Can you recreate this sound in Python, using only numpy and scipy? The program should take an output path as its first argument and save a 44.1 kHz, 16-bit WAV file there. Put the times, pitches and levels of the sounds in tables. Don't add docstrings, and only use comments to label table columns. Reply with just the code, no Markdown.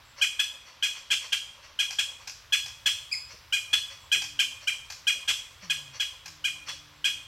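import sys
import numpy as np
from scipy import signal
from scipy.fft import rfft, irfft, next_fast_len
from scipy.io import wavfile

SR = 44100
rng = np.random.default_rng(int(sys.argv[2]) if len(sys.argv) > 2 else 0)


def file_out(sig):
    cols = np.atleast_2d(sig).T
    lim = np.clip(cols, -1, 1)
    pcm = np.round(lim * 32767).astype(np.int16)
    wavfile.write(sys.argv[1], SR, pcm)


N = 320607
CUTOFF_HZ = 15900
# length_share, pitch_ratio, effort_db
CALL_ARCH = [(0, 0.929, 5), (.1, 0.94, -2.5), (.33, 0.97, 2.5), (.52, 0.98, 4.5), (0.721, .935, -2.5),
             (.86, .82, -3.5), (0.999, .74, -10.5), (1.179, .65, -5.5)]


def from_db(db):
    return 10 ** (np.asarray(db) / 20)


def rms_one(x):
    return x / np.sqrt(np.mean(x ** 2) + 1e-20)


def at_hz(points, hz, column=1):
    points = np.array(points)
    return np.interp(np.log(np.maximum(hz, 1)), np.log(points[:, 0]), points[:, column])


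def along(rows, t):
    first, *columns = np.transpose(rows)
    return [np.interp(t, first, c) for c in columns]


def coloured_noise(colour):
    size = next_fast_len(N)
    gain = from_db(at_hz(colour, np.fft.rfftfreq(size, 1 / SR)))
    return rms_one(irfft(rfft(rng.standard_normal(size)) * gain, size)[:N])


def flutter(rate_hz, size):
    low = signal.butter(2, min(rate_hz, SR / 4), fs=SR, output="sos")
    return rms_one(signal.sosfilt(low, rng.standard_normal(2 * size))[size:])


def add(track, start_s, sound):
    start = int(start_s * SR)
    track[start:start + len(sound)] += sound[:N - start]


def swells(events, colour):
    level = np.zeros(N)
    for start_s, length_s, level_db in events:
        add(level, start_s, from_db(level_db) * np.hanning(int(length_s * SR)))
    return level * coloured_noise(colour)


def forest_air(air_db=-56, leaves_db=-67, stir_db=4, stir_hz=7, rumble_trim_db=-1.0):
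    # frequency_hz, gain_db
    air_colour = [(15, -36), (25, -2), (84, 0), (180, -9), (326, -11.5), (796, -8.5), (1160, -2.5),
                  (1890, -5), (3250, -5), (3720, -6.5), (5570, -11), (9070, -31), (12200, -21),
                  (14800, -38), (16000, -53)]
    leaf_colour = [(250, -17), (420, -20), (530, 11.5), (700, -2), (1050, 13.5), (1500, -16), (2200, -3),
                   (3500, -44), (16000, -48)]
    rumble_colour = [(20, -37), (45, -5.5), (75, 0.5), (120, -2.5), (170, -21), (300, -31)]
    # time_s, level_db
    rumble_drift = [(0.0, -61.5), (0.95, -71), (2.91, -58), (7.11, -63), (7.27, -60)]
    rumble_db, = along(rumble_drift, np.arange(N) / SR)
    leaves = from_db(leaves_db + stir_db * flutter(stir_hz, N)) * coloured_noise(leaf_colour)
    rumble = from_db(rumble_db + rumble_trim_db) * coloured_noise(rumble_colour)
    return from_db(air_db) * coloured_noise(air_colour) + leaves + rumble


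def far_whistles():
    # start_s, length_s, level_db
    whistles = [(0.0, 0.19, -65), (3.96, 0.17, -64), (6.87, 0.21, -72)]
    # frequency_hz, gain_db
    whistle_colour = [(6000, -70), (7300, -12), (7700, -10), (8100, -23), (9500, -70)]
    return swells(whistles, whistle_colour)


def camera_bumps():
    # start_s, length_s, level_db
    bumps = [(3.325, 0.042, -57.5), (4.14, 0.057, -51.5), (5.12, .12, -59.5)]
    # frequency_hz, gain_db
    bump_colour = [(40, -18), (130, 7), (300, 5.5), (550, 12), (800, -4), (2000, -35), (16000, -70)]
    return swells(bumps, bump_colour)


def lens_motor(cruise_hz=148.4, settle_s=0.0545, brake_s=0.101, kick_db=9, waver=0.0059):
    # start_s, length_s, fundamental_db, octave_db, overshoot_share, sag_share
    runs = [(4.16, 0.38, -67, -66.5, 0.148, 0.18), (5.62, 0.37, -58.5, -73.5, 0.41, 0.21),
            (6.24, 1, -66, -69, 0.277, 0.0071)]
    out = np.zeros(N)
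    for start_s, length_s, fundamental_db, octave_db, overshoot, sag in runs:
        t = np.arange(int(length_s * SR)) / SR
        kick, brake = np.exp(-t / settle_s), np.exp((t - length_s) / brake_s)
        hz = cruise_hz * (1 + overshoot * kick - sag * brake)
        hz *= 1 + waver * flutter(rate_hz=25, size=65536)[:len(t)]
        phase = 2 * np.pi * np.cumsum(hz) / SR
        hum = from_db(fundamental_db + kick_db * kick) * np.sin(phase)
        hum += from_db(octave_db) * np.sin(2 * phase)
        add(out, start_s, np.sqrt(2) * hum * signal.windows.tukey(len(t), .1))
    return out


def through_trees(voice, direct, build_up_s=0.0066, far_db=-23, far_t60_s=1.35):
    # delay_s, gain_db
    echoes = [(.0068, -15), (.0125, -13), (.0215, -15), (.044, -14.5)]
    # frequency_hz, gain_db, t60_s
    foliage = [(500, -32, 0.88), (1590, -14, 0.44), (2530, -10, 0.66), (3136, -4, 0.31), (4370, -3, 0.4),
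               (8350, -1, 0.42), (16000, -2.5, 0.33)]
    t = np.arange(SR) / SR
    hz = np.fft.rfftfreq(SR, 1 / SR)
    white = rfft(rng.standard_normal(SR)) / np.sqrt(SR)
    centres = np.geomspace(400, 16000, 12)
    far_tail = from_db(far_db) * 1000 ** (-t / far_t60_s)
    build_up = 1 - np.exp(-t / build_up_s)
    response = np.zeros(SR)
    for centre, share in zip(centres, np.eye(len(centres))):
        band = irfft(white * np.interp(np.log(hz + 1), np.log(centres), share), SR)
        t60_s = at_hz(foliage, centre, column=2)
        decay = (1000 ** (-t / t60_s) + far_tail) * build_up
        response += band * rms_one(decay) * from_db(at_hz(foliage, centre))
    response[0] += direct
    for delay_s, gain_db in echoes:
        response[int(delay_s * SR)] += direct * from_db(gain_db)
    return signal.fftconvolve(voice, response)[:N]


def hisses(length_s=0.08):
    # middle_s, level_db
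    puffs = [(.195, -43), (.68, -49.5), (.97, -44.5), (1.245, -42.5), (1.648, -49.5), (2.22, -53),
             (3.316, -46), (3.919, -45.5), (4.633, -48), (5.64, -45.5), (5.956, -43.5), (6.692, -37.5)]
    # frequency_hz, gain_db
    hiss_colour = [(300, -40), (550, 10.5), (720, -6), (1000, 10), (1500, 5), (2250, 9.5), (2800, 6.5),
                   (3800, -5), (4400, 12), (4900, 1), (5750, 11.5), (6700, -3.5), (9000, -18), (16000, -27)]
    return swells([(middle_s - length_s / 2, length_s, db) for middle_s, db in puffs], hiss_colour)


def syrinx(length_s, pitch_hz, rough, arch, colour, fade=0, start_ratio=1, breath=0.03, attack_s=0.0028,
           scoop_s=0.0069, bloom_s=0.00028, wander=0.0054, jitter=0.066, rasp=0.75, size=2600):
    t = np.arange(size) / SR
    bend, effort = along(arch, t / length_s)
    effort *= 0.47 + 0.1 * rough
    effort -= fade * (np.minimum(t / length_s, 1) - .35)
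    f0 = pitch_hz * bend ** (0.71 + 0.795 * rough)
    f0 *= 1 + (start_ratio - 1) * np.exp(-(t / scoop_s) ** 2)
    f0 *= 1 + wander * flutter(rate_hz=110, size=size)
    f0 *= 1 + jitter * rough * flutter(rate_hz=900, size=size)
    phase = 2 * np.pi * np.cumsum(f0) / SR
    out = np.zeros(size)
    for k in range(1, 19):
        noisy = np.clip(rasp * rough * k / 4 + breath * k, 0, 1)
        effort_db = effort * (1.11 + 0.097 * min(k, 10))
        shake = (flutter(300, size) + 1j * flutter(300, size)) / np.sqrt(2)
        carrier = np.exp(1j * (k * phase + 2 * np.pi * rng.random()))
        partial = ((np.sqrt(1 - noisy ** 2) + noisy * shake) * carrier).imag
        partial *= 1 - np.exp(-t / (bloom_s * k))
        if k * pitch_hz < CUTOFF_HZ:
            out += partial * from_db(colour(k * f0, t) + effort_db)
    onset = np.clip(t / attack_s, 0, 1)
    release = np.clip((arch[-1][0] * length_s - t) / attack_s + 1, 0, 1)
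    return np.sqrt(2) * out * onset * release


def clucks(length_s=.012, pitch_hz=850, rough=0.548, echo_s=0.0205, echo_db=-4):
    # start_s, gain_db
    events = [(1.903, -36.5), (2.2713, -37), (2.657, -41), (4.215, -35.5), (4.898, -37.5), (6.2551, -40)]
    # frequency_hz, gain_db
    cluck_colour = [(400, -31), (850, -11), (1700, -8.5), (2500, -2.5), (3400, -14), (3800, -13),
                    (4400, -3.5), (5700, -2.5), (7200, -13.5), (9000, -25.5), (12000, -20.5), (16000, -34)]
    colour = lambda hz, t: at_hz(cluck_colour, hz)
    out = np.zeros(N)
    for start_s, gain_db in events:
        for delay_s, drop_db in ((0, 0), (echo_s, echo_db)):
            blip = syrinx(length_s, pitch_hz, rough, CALL_ARCH, colour, attack_s=0.0059)
            add(out, start_s + delay_s, from_db(gain_db + drop_db) * blip)
    return out


def pik():
    # start_s, length_s, pitch_hz, roughness_share
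    note = (3.113, .032, 2512, 0.027)
    # length_share, pitch_ratio, effort_db
    pik_arch = [(0, 0.99, -8), (.2, 0.89, -14), (.35, 1, 2.5), (.53, 1.0, 15.5), (.64, .95, -10),
                (.76, .85, -13), (1.0, 0.78, -30)]
    # frequency_hz, gain_db
    pik_colour = [(2100, -17), (2500, -35), (4300, -24.5), (5000, -31.5), (6500, -35.5), (7500, -45),
                  (10000, -51.5), (12500, -65), (16000, -74)]
    start_s, length_s, pitch_hz, rough = note
    colour = lambda hz, t: at_hz(pik_colour, hz)
    out = np.zeros(N)
    add(out, start_s, syrinx(length_s, pitch_hz, rough, pik_arch, colour, breath=.008))
    return out


def throat_dips(voice):
    # centre_hz, width_hz, depth_db
    notches = [(3723, 480, -22), (8660, 250, -4.5)]
    for centre_hz, width_hz, depth_db in notches:
        notch = signal.iirnotch(centre_hz, centre_hz / width_hz, fs=SR)
        floor = from_db(depth_db)
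        voice = floor * voice + (1 - floor) * signal.lfilter(*notch, voice + 1e-18)
    return voice


def nasal_calls(usual_hz=849.9, usual_rough=0.26, beak_opening_s=0.0057, pose_count=3):
    # start_s, length_s, pitch_hz, gain_db, roughness_share, effort_fade
    calls = [(0.213, 0.031, 841.3, -26.5, 0.03, 0.5), (0.3923, 0.023, 867, -27, 0.24, 4.5),
             (0.8245, 0.041, 852, -30.5, 0.29, 3.5), (1.1024, 0.034, 845, -30.5, .54, -3.5),
             (1.3213, 0.025, 845, -30.5, 0.58, 0.5), (1.7888, 0.039, 847, -30.5, 0.28, 3.5),
             (1.985, 0.024, 867, -29, .36, 1), (2.522, 0.03, 864, -27, 0.25, 0),
             (2.8574, 0.03, 869.5, -27, 0.41, 1.5), (3.5236, 0.051, 833, -30, 0.09, 8.5),
             (3.7287, 0.023, 875, -27, 0.46, 2.5), (4.1158, .039, 850.5, -27, 0.1, 2.5),
             (4.3901, .035, 834, -27.5, 0.35, 5), (4.6708, 0.028, 824, -29, 0.01, 3),
             (5.0684, .033, 843.5, -27.5, 0.1, 0.5), (5.2757, 0.034, 854, -31, 0.63, -4),
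             (5.6973, .028, 855.6, -29.5, 0.26, 3.5), (5.9967, 0.03, 859, -33.5, .4, 0),
             (6.4406, 0.04, 834, -31.5, 0, 4.5), (6.6804, 0.032, 880, -44.5, 0.72, 1),
             (7.0423, 0.041, 848, -30, 0.28, 4.5)]
    # frequency_hz, gain_db
    throat = [(550, -51), (830, -20.5), (1250, -3.5), (1650, 1.5), (2000, 0.5), (2500, 1.5), (3300, 0),
              (3750, -8.5), (4300, -11.5), (5800, -6.5), (7000, -12.5), (8100, -10.5), (9300, -22),
              (12000, -22), (16000, -34)]
    half_shut_beak = [(1600, 2.5), (2300, -45), (2600, -17), (3050, 9), (3400, -1.5), (4500, -12),
                      (12000, 2.5)]
    # frequency_hz, usual_db, per_strain_db
    registers = [(1650, -8, 1), (2494, 1.5, -2), (3295, 6, 2.2), (4540, -1.4, 0.86)]
    poses = np.zeros((pose_count, N))
    for i, (start_s, length_s, pitch_hz, gain_db, rough, fade) in enumerate(calls):
        strain = 23 * np.log2(pitch_hz / usual_hz) + 3.6 * (rough - usual_rough)
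        register = [(hz, usual_db + strain * shift_db) for hz, usual_db, shift_db in registers]

        def colour(hz, t):
            shut = np.exp(-(t / beak_opening_s) ** 2)
            return at_hz(throat, hz) + at_hz(register, hz) + at_hz(half_shut_beak, hz) * shut

        start_ratio = 0.97 + 0.0342 * strain
        call = syrinx(length_s, pitch_hz, rough, CALL_ARCH, colour, fade, start_ratio, attack_s=0.0031)
        add(poses[i % pose_count], start_s, from_db(gain_db) * call)
    return throat_dips(poses)


def scene():
    # frequency_hz, side_gain_db
    width = [(30, -35), (250, -4.5), (600, -13.5), (1200, -26.5), (3200, -31.5), (5500, -14), (8000, -8.5),
             (10500, -5), (12500, -47)]
    voices = [*nasal_calls(), pik() + clucks() + hisses()]
    mid = sum(through_trees(voice, direct=0.87) for voice in voices) + forest_air()
    mid += far_whistles() + lens_motor() + camera_bumps()
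    side = sum(through_trees(voice, direct=0.65) for voice in voices) + forest_air()
    side_gain = from_db(at_hz(width, np.fft.rfftfreq(N, 1 / SR)))
    side = irfft(rfft(side) * side_gain, N)
    return np.array([mid + side, mid - side])


def record(dry):
    return signal.sosfilt(signal.ellip(10, .2, 70, CUTOFF_HZ, fs=SR, output="sos"), dry)


dry = scene()
out = record(dry)
file_out(out)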